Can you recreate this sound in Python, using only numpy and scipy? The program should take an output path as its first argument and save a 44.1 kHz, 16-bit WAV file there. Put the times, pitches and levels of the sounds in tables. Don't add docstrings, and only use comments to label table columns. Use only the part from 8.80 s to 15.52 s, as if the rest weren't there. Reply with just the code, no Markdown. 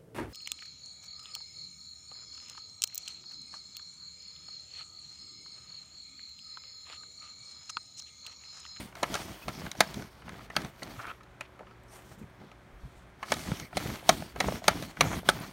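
import sys
import numpy as np
from scipy import signal
from scipy.fft import rfft, irfft
from scipy.io import wavfile
from scipy.ndimage import uniform_filter1d

SR = 44100
rng = np.random.default_rng(int(sys.argv[2]) if len(sys.argv) > 2 else 0)


def store_pcm(level_fs):
    pcm = np.round(np.clip(level_fs, -1, 1) * 32767).astype(np.int16)
    wavfile.write(sys.argv[1], SR, np.atleast_2d(pcm).T)


def decibels_to_gain(level_db):
    exponent = np.asarray(level_db, float) / 20
    return 10 ** exponent


N = 296352

# pitch_hz, level_db, t60_s
CAVITY_MODES = [(449, 8, 0.004), (653, 11.5, 0.01), (877, -8.5, 0.023)]
WALL_MODES = [(1063, 1.5, 0.0084), (1317, -0.8, 0.023), (1480, -2, 0.0089), (1740, 2.5, 0.011),
              (1940, 1.3, 0.0095), (2233, 1.3, 0.011), (2640, 2, 0.0074), (2850, 4, 0.0068)]
BLADE_MODES = [(3210, 5, 0.0029), (4066, 2, 0.0049), (4635, -4, 0.0085), (5380, 1.5, 0.0025),
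               (6190, 1.5, 0.004), (6790, 1.5, 0.0027), (7520, -3, 0.0034), (9330, -3, 0.0026),
               (12530, -25, 0.0011)]
HANDLE_MODES = [(800, -13, .012), (1288, 8.5, 0.011), (1870, -4, 0.011), (2230, -7, 0.016),
                (2600, -7, 0.016), (3260, -14, 0.016)]
# start_s, peak_db, cavity_db, bright_db, favoured_wall_hz
FLIPS = [(0.23, -12.5, -7, -14, 996), (0.341, -21, -14, -8, 1400), (0.681, -20.5, -9, -19, 1080),
         (1.005, -3.5, -9, -10, 1635), (1.7, -27.5, -15, -23, 1880), (1.764, -11.5, -13.5, -12.5, 1480),
         (2.023, -31.5, -3.5, -20, 1940), (2.608, -22.5, -17.5, -17.5, 2540), (4.428, -19, -30, -25, 1055),
         (4.519, -10, -9.5, -13, 1145), (4.969, -17, -5.5, -10, 2130), (5.291, -3.5, -8, -8.5, 1150),
         (5.602, -10, -11.5, -15, 2040), (5.88, -2.5, -10.5, -10.5, 1480), (6.208, -6, -11.5, -9, 2310),
         (6.488, -7, -8, -11.5, 1490)]
# start_s, peak_db, cavity_db, bright_db
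REBOUNDS = [(0.237, -18, -22, -24), (0.352, -17.5, -12, -14), (0.415, -30, -13, -26),
            (0.688, -28, -14, -11), (1.012, -28, -10, -25), (2.031, -38.5, -15, 0), (4.432, -33, -12, -17),
            (4.539, -29.5, -16, -3), (4.566, -32, -4, -13), (4.975, -29.5, -1, -0.5), (5.0, -29, -17, -22),
            (5.611, -30, -2, -6), (5.642, -27, -9, -30), (5.677, -39, -19, -12), (6.253, -30, -1, -16),
            (6.4875, -13, -21, -32), (6.495, -27.5, 0, 3.5)]
# start_s, peak_db, cavity_db, bright_db
SEAMS = [(0.125, -38.5, -15, -27), (0.153, -32, -24, -14), (0.168, -48, -23, -5), (0.818, -33.5, -8, -34),
         (0.864, -25.5, -38, -19), (0.915, -33.5, -31, 0), (0.951, -37, -5, -15), (1.142, -34, -29, -4),
         (1.173, -57, 17, -30), (1.195, -35, -9, -21), (1.222, -32, -12, -16), (1.42, -38, -27, -26),
         (1.479, -32, -12, -37), (1.492, -29.5, -21, -16), (1.818, -30, -23, -14), (1.847, -33, -12, -10),
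         (4.716, -24, -7.5, -20), (4.798, -34, -15, -4), (4.928, -32.5, -6, -27), (5.227, -48, 6, -24),
         (5.421, -32, -1.5, -15), (5.56, -28.5, -5, -19), (5.684, -22.5, -0.5, -25), (5.722, -32, 2.5, -30),
         (5.819, -52, 14.5, -18), (5.841, -30.5, -9, -11), (6.024, -29, -4, -8.5), (6.17, -27.5, -18, -25),
         (6.43, -46, 6, -18.5)]
# start_s, peak_db, cavity_db, bright_db
FUMBLES = [(2.192, -37, -14, -16), (2.23, -34, -38, -34), (2.267, -43, -23, -5), (2.407, -38, -27, -28),
           (2.432, -44.5, -23, -13), (2.791, -36, -13, -26), (2.806, -46, 7, -26), (2.868, -41, -16, -32),
           (2.909, -40.5, -16, -30), (3.036, -63, -11, -3.5), (3.314, -41, -5, -25), (3.394, -65, -15, -3),
           (3.614, -55, 6, -15), (3.715, -40, -10, -20)]
# start_s, peak_db, pitch_hz, t60_s
EDGE_RINGS = [(0.341, -29, 6115, .012), (0.682, -36, 4430, .012), (0.916, -36, 2150, 0.013),
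              (0.916, -34, 5900, .01), (1.006, -15, 2160, 0.021), (1.144, -42, 6100, .012),
              (1.144, -42, 3380, .012), (1.766, -20, 4680, 0.011), (1.766, -23.5, 2680, 0.012),
              (1.848, -39, 6070, 0.01), (2.031, -34, 4460, 0.012), (2.609, -37, 1790, .012),
              (4.521, -30.5, 7800, 0.013), (4.521, -24, 3350, 0.014), (4.799, -41, 6300, .012),
              (4.799, -42, 2150, .012), (4.97, -32, 8800, 0.011), (5.292, -10.5, 5560, 0.011),
              (5.605, -26, 3410, 0.013), (5.605, -25, 4890, .012), (5.605, -27, 4030, 0.014),
              (6.208, -21.5, 1180, 0.027), (6.212, -19, 1130, 0.015), (1.006, -19.5, 3460, 0.014),
              (5.881, -14, 686, 0.006), (6.208, -16, 2820, 0.017), (6.208, -18, 1970, 0.012),
              (6.489, -8.5, 1480, 0.013), (6.489, -17.5, 3200, 0.017), (6.489, -17.5, 3580, 0.015),
              (6.491, -21, 1500, 0.017), (1.765, -26, 3180, 0.015), (5.602, -28, 1980, 0.0062),
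              (2.021, -34.5, 1970, 0.011), (5.292, -14, 680, 0.033)]
# start_s, length_s, speed_db, speed_change_db, drag_over_speed_db
STROKES = [(0.0, 0.025, -48, -2, 3), (0.05, 0.032, -56, -4.5, -1), (0.181, 0.11, -58, 6, 4.5),
           (0.34, 0.37, -46, -15.5, 3), (0.707, 0.17, -53.5, 2, 4), (1.006, 0.27, -49.5, -11.5, 4.5),
           (1.3, .14, -65, -6, -1), (1.47, 0.18, -62.5, 1.5, 9), (1.778, 0.093, -52, -6, 7.5),
           (1.962, .06, -65.5, 6, 3), (2.027, 0.27, -59, 0.5, 7.5), (2.332, 0.05, -69, -2, 6),
           (2.62, 0.021, -70, -3, 16), (2.813, 0.077, -86, 2.5, 20.5), (3.135, 0.18, -76, -6, 22),
           (3.424, 0.031, -78.5, -5, 19.5), (3.61, 0.03, -82, -3, 19.5), (4.434, 0.071, -64, 5, 10),
           (4.509, 0.29, -48, -1.5, 1), (4.803, 0.046, -55.5, -2, 1.5), (4.982, 0.18, -49, 2, 3),
           (5.293, 0.2, -45.5, -12, 2.5), (5.617, 0.13, -48, 2, 4.5), (5.88, 0.17, -46.5, -4, 4),
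           (6.07, 0.042, -57, 0.5, 6.5), (6.221, 0.13, -45.5, -2.5, 8.5), (6.357, 0.031, -47, -2, 5),
           (6.47, 0.1, -49.5, 1, 3.5), (6.62, 0.054, -49, -3, 3)]
# start_s, length_s, bump_db, change_db
CREASES = [(0.0, .02, -39, 1), (0.24, 0.27, -43, 3.5), (0.68, .005, -39.5, 3), (0.74, 0.13, -42, 3.5),
           (1.01, 0.011, -38, 0), (1.08, 0.13, -42, 3.5), (1.46, 0.24, -42, -10), (1.78, 0.045, -41, 8.5),
           (2.03, 0.12, -44, -1.5), (2.8, 0.03, -54.5, 5), (3.26, 0.075, -51.5, 2),
           (3.41, 0.028, -45.5, 1.5), (3.62, 0.017, -49, 1), (3.975, .01, -53.5, -2),
           (4.035, 0.038, -53.5, 1), (4.53, 0.12, -35, -9), (4.68, 0.029, -33.5, 3.5),
           (4.81, .02, -38.5, -4), (4.975, 0.0091, -33.5, -7), (5.04, 0.1, -30.5, -3.5),
           (5.3, 0.11, -37, 6), (5.61, 0.13, -30.5, 2), (5.89, 0.14, -36.5, 6), (6.21, 0.17, -30, 1),
           (6.49, 0.17, -37, -0.5), (6.67, 0.02, -41, -12)]
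# start_s, length_s, drop_db
HALTS = [
    (0.09, 0.047, 1.5),
    (0.925, .04, 0.5),
    (1.663, 0.032, 3),
    (5.197, 0.026, 1),
    (5.8, 0.028, 3),
    (6.117, 0.083, 4),
    (6.394, 0.046, 5),
]
# pitch_hz, density_db (per Hz)
BUMP_COLOUR = [(18, -38), (30, -22.5), (54, 0), (91, -3), (173, 2), (247, -2.5), (284, -4.5), (327, -8),
               (500, -14.5), (650, -33.5), (1100, -120)]
SCRAPE_COLOUR = [(180, -31.5), (300, -3.5), (502, -10.5), (669, -1), (726, -4), (1600, -10), (2120, -9),
                 (2940, -18), (3500, -18), (4550, -43.5), (7700, -120)]
HISS_COLOUR = [(1650, -20), (2800, -0.5), (3380, 0), (3940, -3.5), (4600, 0), (4950, -2), (6570, -5.5),
               (7550, -7.5), (9130, -7), (10800, -9.5), (12700, -9), (15100, -13), (16000, -11.5)]
# start_s, peak_db, pitch_hz,
# t60_s
SHORT_TONES = [(0.374, -36, 1180, 0.015), (0.348, -37, 3180, 0.014), (0.976, -50, 5810, .03),
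               (1.075, -43, 5330, .015), (1.522, -45, 1640, .015), (1.608, -42, 1280, .015),
               (1.754, -36, 1500, .012), (2.284, -40, 2440, .012), (2.3, -35, 2600, .012),
               (2.692, -52.5, 990, .015), (2.831, -50, 1420, .012), (2.91, -59, 4900, .01),
               (3.035, -58, 7800, .01), (3.086, -58, 5440, 0.011), (3.137, -49, 5900, .012),
               (3.156, -55, 5700, .012), (3.185, -54, 8200, .01), (3.325, -48, 1500, .012),
               (4.482, -42, 1460, .012), (4.505, -40, 2150, .012), (4.604, -45, 2550, .012),
               (4.772, -44, 5470, .012), (4.833, -43, 2030, .015), (4.951, -42, 3160, .012),
               (5.108, -40, 1500, 0.013), (5.643, -22, 900, .006), (5.677, -38, 7000, .01),
               (5.677, -45, 8700, .01), (5.7225, -19.5, 800, 0.0062), (3.716, -32, 2500, 0.0029),
               (3.716, -50, 3780, .003), (2.869, -46, 3000, .004), (2.244, -34, 1350, 0.01),
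               (2.318, -40, 2200, .005), (2.432, -54.5, 4700, .003), (4.567, -36, 3500, .004),
               (0.43, -44, 6000, .004), (6.261, -32, 1270, 0.015), (6.327, -40, 1100, .012),
               (6.345, -43, 3370, 0.022), (6.6, -41, 9300, 0.014), (6.638, -41, 4300, .012),
               (3.035, -52, 12500, 0.0033), (3.097, -63, 12600, .01), (3.394, -48, 11300, .002),
               (3.394, -46, 9000, .002), (3.394, -49, 13500, .002), (0.2275, -26, 900, 0.0094),
               (0.359, -27.5, 1610, 0.015), (5.6845, -19, 1200, 0.0048)]
# start_s, length_s,
# level_db, pitch_hz, width_hz
CLOTH_BANDS = [(0.605, .012, -62, 2750, 250), (0.626, .015, -53, 2550, 200), (2.282, 0.034, -53, 2600, 1200),
               (2.622, .04, -60, 2410, 1200), (2.8, 0.036, -55, 620, 400), (3.409, .04, -56, 260, 200),
               (3.62, 0.029, -56.5, 420, 400), (0.736, 0.076, -56, 5160, 900), (2.1, 0.043, -62, 4500, 300),
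               (4.6, 0.075, -57, 2100, 300), (4.754, 0.12, -56, 2150, 250), (4.8, 0.065, -61, 4450, 500),
               (5.032, 0.17, -62, 2150, 300), (5.027, .13, -59, 4600, 400), (6.037, .07, -60, 4300, 400),
               (6.25, .1, -50, 6500, 1300), (6.27, 0.14, -60, 3280, 700), (3.084, .09, -70, 5740, 900),
               (0.049, .04, -52, 2600, 1500), (3.6, 0.13, -71, 3750, 2000), (4.0, .25, -74, 3500, 2490),
               (6.631, 0.023, -46.5, 1190, 900), (2.215, .017, -57, 4800, 2400)]
# start_s, peak_db, pitch_hz, t60_s
THUDS = [(0.84, -58, 137, 0.086), (2.178, -33.5, 113, 0.066), (3.318, -43, 119, 0.072),
         (3.43, -46, 123, 0.13), (3.411, -37.5, 202, 0.084), (3.44, -42.5, 110, .09),
         (3.634, -43, 300, .04), (3.619, -48.5, 218, 0.084), (3.93, -44.5, 46, 0.25),
         (4.033, -33, 58, 0.12), (4.05, -33.5, 139, 0.056), (4.169, -45, 53.4, 0.12),
         (4.719, -9, 155, 0.024)]
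# start_s, length_s, creak_db, change_db
CREAKS = [
    (2.193, 0.016, -38.5, -4.5),
    (2.238, 0.018, -49, 11),
    (2.27, 0.047, -42.5, -3),
]
# start_s, length_s, rustle_db, change_db
RUSTLES = [
    (3.085, .03, -69, -3),
    (3.122, 0.16, -59, -5.5),
    (3.295, 0.056, -63.5, -1),
    (3.39, 0.08, -66, -8.5),
    (4.0, 0.22, -77.5, 4.5),
]
# pitch_hz, density_db (per Hz)
COVER_COLOUR = [(2500, -6.5), (4500, -6.5), (5800, -6.5), (7500, -4.5), (9500, -6), (10500, -9.5),
                (12500, -8), (15500, -13.5), (16500, -33)]
ROOM_COLOUR = [(22, -40), (40, -7), (65, -1.5), (100, -14.5), (160, -13.5), (300, -16), (600, -17),
               (1550, -18.5), (2300, -24), (3000, -29.5), (5000, -37.5), (10400, -46), (15500, -57),
               (16500, -73)]
# pitch_hz, level_db (rms)
HUM_TONES = [(53.8, -74.5), (118.4, -63), (371.4, -68.5), (565.2, -74)]
# pitch_hz, width_hz, share (0-1)
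PORT_DIPS = [(1700, 307, 0.09), (2770, 262, 0.29), (4850, 270, 0.42), (7500, 600, 0.23), (10400, 530, 0.44)]

FLIP_MS, REBOUND_MS, SEAM_MS, FUMBLE_MS = 2.74, 2.46, 1.65, 3.2
REBOUND_HZ, SEAM_HZ, FUMBLE_HZ = 1400, 1500, 1243
SPEED_UP_DB_S, SPEED_DOWN_DB_S = 247, 201
HUM_SPAN_S, HUM_FADE_S, HUM_OFF_DB = (2.35, 3.92), 0.068, -3


def level(x, db):
    return x * decibels_to_gain(db) / np.sqrt(np.mean(x ** 2))


def unit(x):
    return x / np.sqrt(np.sum(x ** 2, axis=-1, keepdims=True))


def colour(x, points):
    hz, db = np.transpose(points)
    f = np.maximum(np.arange(N // 2 + 1) * SR / N, 1)
    gain_db = np.interp(np.log(f), np.log(hz), db, left=-80, right=-80)
    return irfft(rfft(x) * decibels_to_gain(gain_db), N)


def walk(rate):
    k = int(SR / rate)
    held = np.repeat(rng.standard_normal(N // k + 1), k)
    return 1.3 * uniform_filter1d(uniform_filter1d(held, k), k)[:N]


def swells(table, up_db_s, down_db_s, rest_db=-90):
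    start, length, db, change = np.transpose(table)[:, :, None]
    coarse = np.arange(0, N, 32)
    age = coarse / SR - start
    length = np.maximum(length, .002)
    shape = db + change * np.clip(age / length, 0, 1)
    shape += up_db_s * np.minimum(age, 0) - down_db_s * np.maximum(age - length, 0)
    return decibels_to_gain(np.interp(np.arange(N), coarse, np.maximum(shape.max(axis=0), rest_db)))


def grains(rate, spread_db):
    chance, side, luck = rng.random((3, N))
    size = np.minimum(-np.log(1 - luck), 3.5)
    return (chance < rate / SR) * np.sign(side - .5) * decibels_to_gain(spread_db * size)


def patchy(x, depth_db):
    spectrum, out = rfft(x), 0
    octave = np.log2(np.maximum(np.arange(N // 2 + 1) * SR / N, 1))
    for centre in np.arange(10.5, 14.4, 1 / 3):
        band = irfft(spectrum * np.clip(1 - 3 * abs(octave - centre), 0, 1), N)
        out = out + decibels_to_gain(depth_db * walk(14)) * band
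    return out


def ring(modes, push, favoured_hz=None):
    hz, db, t60 = np.transpose(modes)[:, :, None]
    t = np.arange(2048) / SR
    luck = rng.standard_normal((2, len(modes), 1))
    hz, db = hz * (1 + .015 * luck[0]), db + 1.5 * luck[1]
    if favoured_hz:
        db = db + 9 * np.exp(-(np.log(hz / favoured_hz) / 0.089) ** 2)
    swings = np.exp(-np.log(1000) * t / t60) * np.sin(2 * np.pi * hz * t)
    answers = unit(signal.fftconvolve(swings, push[None], axes=1))
    polarity = (-1) ** np.arange(len(modes))[:, None]
    return unit(np.sum(decibels_to_gain(db) * np.sqrt(t60) * answers * polarity, axis=0))


def pings(table):
    out, t = np.zeros(N + 2048), np.arange(2048) / SR
    for (s, peak_db, hz, t60), turn in zip(table, rng.random((len(table), 1))):
        shape = (1 - np.exp(-t / .0006)) * np.exp(-np.log(1000) * t / max(t60, .002))
        i = int(s * SR)
        out[i:i + len(t)] += decibels_to_gain(peak_db + 5.5) * shape * np.sin(2 * np.pi * (hz * t + turn))
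    return out[:N]


def knocks(table, chatter_ms, wall_hz=None):
    out, t = np.zeros(N + 4096), np.arange(2048) / SR
    for s, peak_db, cavity_db, bright_db, *tone_hz in table:
        age = 1e3 * t / max(chatter_ms, .3)
        luck = rng.standard_normal((2, len(t)))
        envelope = np.clip(age / 0.46, 0, 1) ** 2 * np.exp(-(0.62 * age) ** 0.93)
        contacts = envelope * luck[0] * decibels_to_gain(4.8 * luck[1])
        hit = decibels_to_gain(cavity_db + 8.5) * ring(CAVITY_MODES, contacts)
        hit += ring(WALL_MODES, contacts, wall_hz or tone_hz[0])
        hit += decibels_to_gain(bright_db + 9.0) * ring(BLADE_MODES, contacts * np.exp(-.3 * age))
        crack = np.diff(contacts, n=2, prepend=[0, 0])
        hit[:len(t)] += decibels_to_gain(bright_db + 4.0) * unit(crack)
        shove = np.exp(-t / 0.0088) * np.sin(2 * np.pi * 200 * t)
        hit[:len(t)] += decibels_to_gain(cavity_db - 3.5) * unit(shove)
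        i = int((s - .0007) * SR)
        out[i:i + len(hit)] += decibels_to_gain(peak_db + 11.5) * hit
    return signal.sosfilt(signal.butter(2, [120, 10930], "band", fs=SR, output="sos"), out[:N])


def shell():
    turns = knocks(FLIPS, FLIP_MS) + knocks(REBOUNDS, REBOUND_MS, REBOUND_HZ)
    return turns + knocks(SEAMS, SEAM_MS, SEAM_HZ) + knocks(FUMBLES, FUMBLE_MS, FUMBLE_HZ)


def rolling():
    speeds = [row[:4] for row in STROKES]
    drags = [(s, length, db + drag_db, change) for s, length, db, change, drag_db in STROKES]
    press = walk(45)
    flicker_db = np.array([2 * press, 1.5 * press + 1.5 * walk(90), .8 * press + walk(90)])
    bumps = level(colour(grains(400, 1.7), BUMP_COLOUR), -5.0) * swells(CREASES, 326, 255, rest_db=-61)
    slips = grains(1800, 3.8)
    scrape = level(colour(slips, SCRAPE_COLOUR), -1.324) * swells(drags, 255.5, 210, rest_db=-66)
    weave = patchy(level(grains(6140, 3.6) + 0.23 * slips, -1) + rng.standard_normal(N), 2.2)
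    hiss = level(colour(weave, HISS_COLOUR), 0.16)
    hiss = hiss * swells(speeds, SPEED_UP_DB_S, SPEED_DOWN_DB_S, rest_db=-77)
    return np.sum(decibels_to_gain(flicker_db) * [bumps, scrape, hiss], axis=0)


def halts():
    start, length, drop_db = np.transpose(HALTS)[:, :, None]
    age = np.arange(0, N, 32) / SR - start
    depth = np.clip(np.minimum(age / .006, (length - age) / .02 + 1), 0, 1)
    db = -np.sum(drop_db * depth, axis=0)
    return decibels_to_gain(np.repeat(db, 32)[:N])


def grit():
    damped_walls = [(hz, db + 1.0, t60 * 0.86) for hz, db, t60 in WALL_MODES]
    tick = ring(damped_walls + BLADE_MODES, np.ones(1))[:1024]
    ticks = signal.oaconvolve(grains(160, 5.0), tick)[:N]
    speeds = [row[:4] for row in STROKES]
    return level(ticks, -6) * swells(speeds, SPEED_UP_DB_S, SPEED_DOWN_DB_S) * halts()


def cloth_bands():
    out, t = np.zeros(N), np.arange(N) / SR
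    slips = level(grains(3000, 1.9), 0)
    for s, length, db, hz, width_hz in CLOTH_BANDS:
        span = slice(int((s - .05) * SR), int((s + length + .05) * SR))
        band = signal.lfilter(*signal.iirpeak(hz, hz / width_hz, SR), slips[span])
        band = signal.lfilter(*signal.iirpeak(hz, hz / width_hz / 2, SR), band)
        fade = np.clip(np.minimum(t[span] - s, s + length - t[span]) / 0.0092 + 1, 0, 1)
        out[span] += level(band, db) * fade ** 2
    return out


def thuds():
    out, t = np.zeros(N), np.arange(SR // 5) / SR
    for s, peak_db, hz, t60 in THUDS:
        shape = (1 - np.exp(-t / 0.007)) * np.exp(-np.log(1000) * t / t60)
        i = int(s * SR)
        out[i:i + len(t)] += decibels_to_gain(peak_db + 3.5) * shape * np.sin(2 * np.pi * hz * t)
    return out


def creak():
    return level(ring(HANDLE_MODES, grains(450, 2.4))[:N], 0) * swells(CREAKS, 2490, 1500)


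def cushion():
    crackle = level(grains(2500, 3.0), -2) + rng.standard_normal(N)
    rustle = level(colour(patchy(crackle, 2.92), COVER_COLOUR), 0)
    return rustle * swells(RUSTLES, 500, 350) * decibels_to_gain(2.5 * walk(70))


def bedroom(x, t60_s=0.14, wet_db=-21):
    t = np.arange(SR // 3) / SR
    tail = rng.standard_normal(len(t)) * np.exp(-np.log(1000) * t / t60_s) * (t > .004)
    tail = signal.lfilter([1], [1, -.6], tail)
    return x + decibels_to_gain(wet_db) * signal.fftconvolve(x, unit(tail))[:N]


def room_floor():
    t = np.arange(N) / SR
    hum = np.zeros(N)
    for hz, db in HUM_TONES:
        loudness = np.sqrt(2) * decibels_to_gain(db + 1.2 * walk(14))
        hum += loudness * np.sin(2 * np.pi * hz * t + .6 * walk(10))
    away = np.clip(np.maximum(HUM_SPAN_S[0] - t, t - HUM_SPAN_S[1]) / HUM_FADE_S, 0, 1)
    air = level(colour(rng.standard_normal(N), ROOM_COLOUR), -58)
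    return air + hum * decibels_to_gain(HUM_OFF_DB * away)


def scene():
    roller = bedroom(shell() + creak()) + pings(EDGE_RINGS)
    cloth = rolling() * halts() + grit() + pings(SHORT_TONES) + cloth_bands()
    return (roller + cloth + thuds() + cushion() + room_floor())[None]


def low_pass(x):
    return signal.sosfilt(signal.butter(12, 16830, fs=SR, output="sos"), x)


def record(dry):
    x = np.tanh(1.11 * dry) / 1.021
    for hz, width_hz, share in PORT_DIPS:
        x = x - share * signal.lfilter(*signal.iirpeak(hz, hz / width_hz, SR), x)
    soft = signal.sosfilt(signal.ellip(8, .2, 60, 15750, fs=SR, output="sos"), x)
    mix = soft + decibels_to_gain(-38) * (x - soft)
    return low_pass(mix)


dry = scene()
out = record(dry)
store_pcm(out)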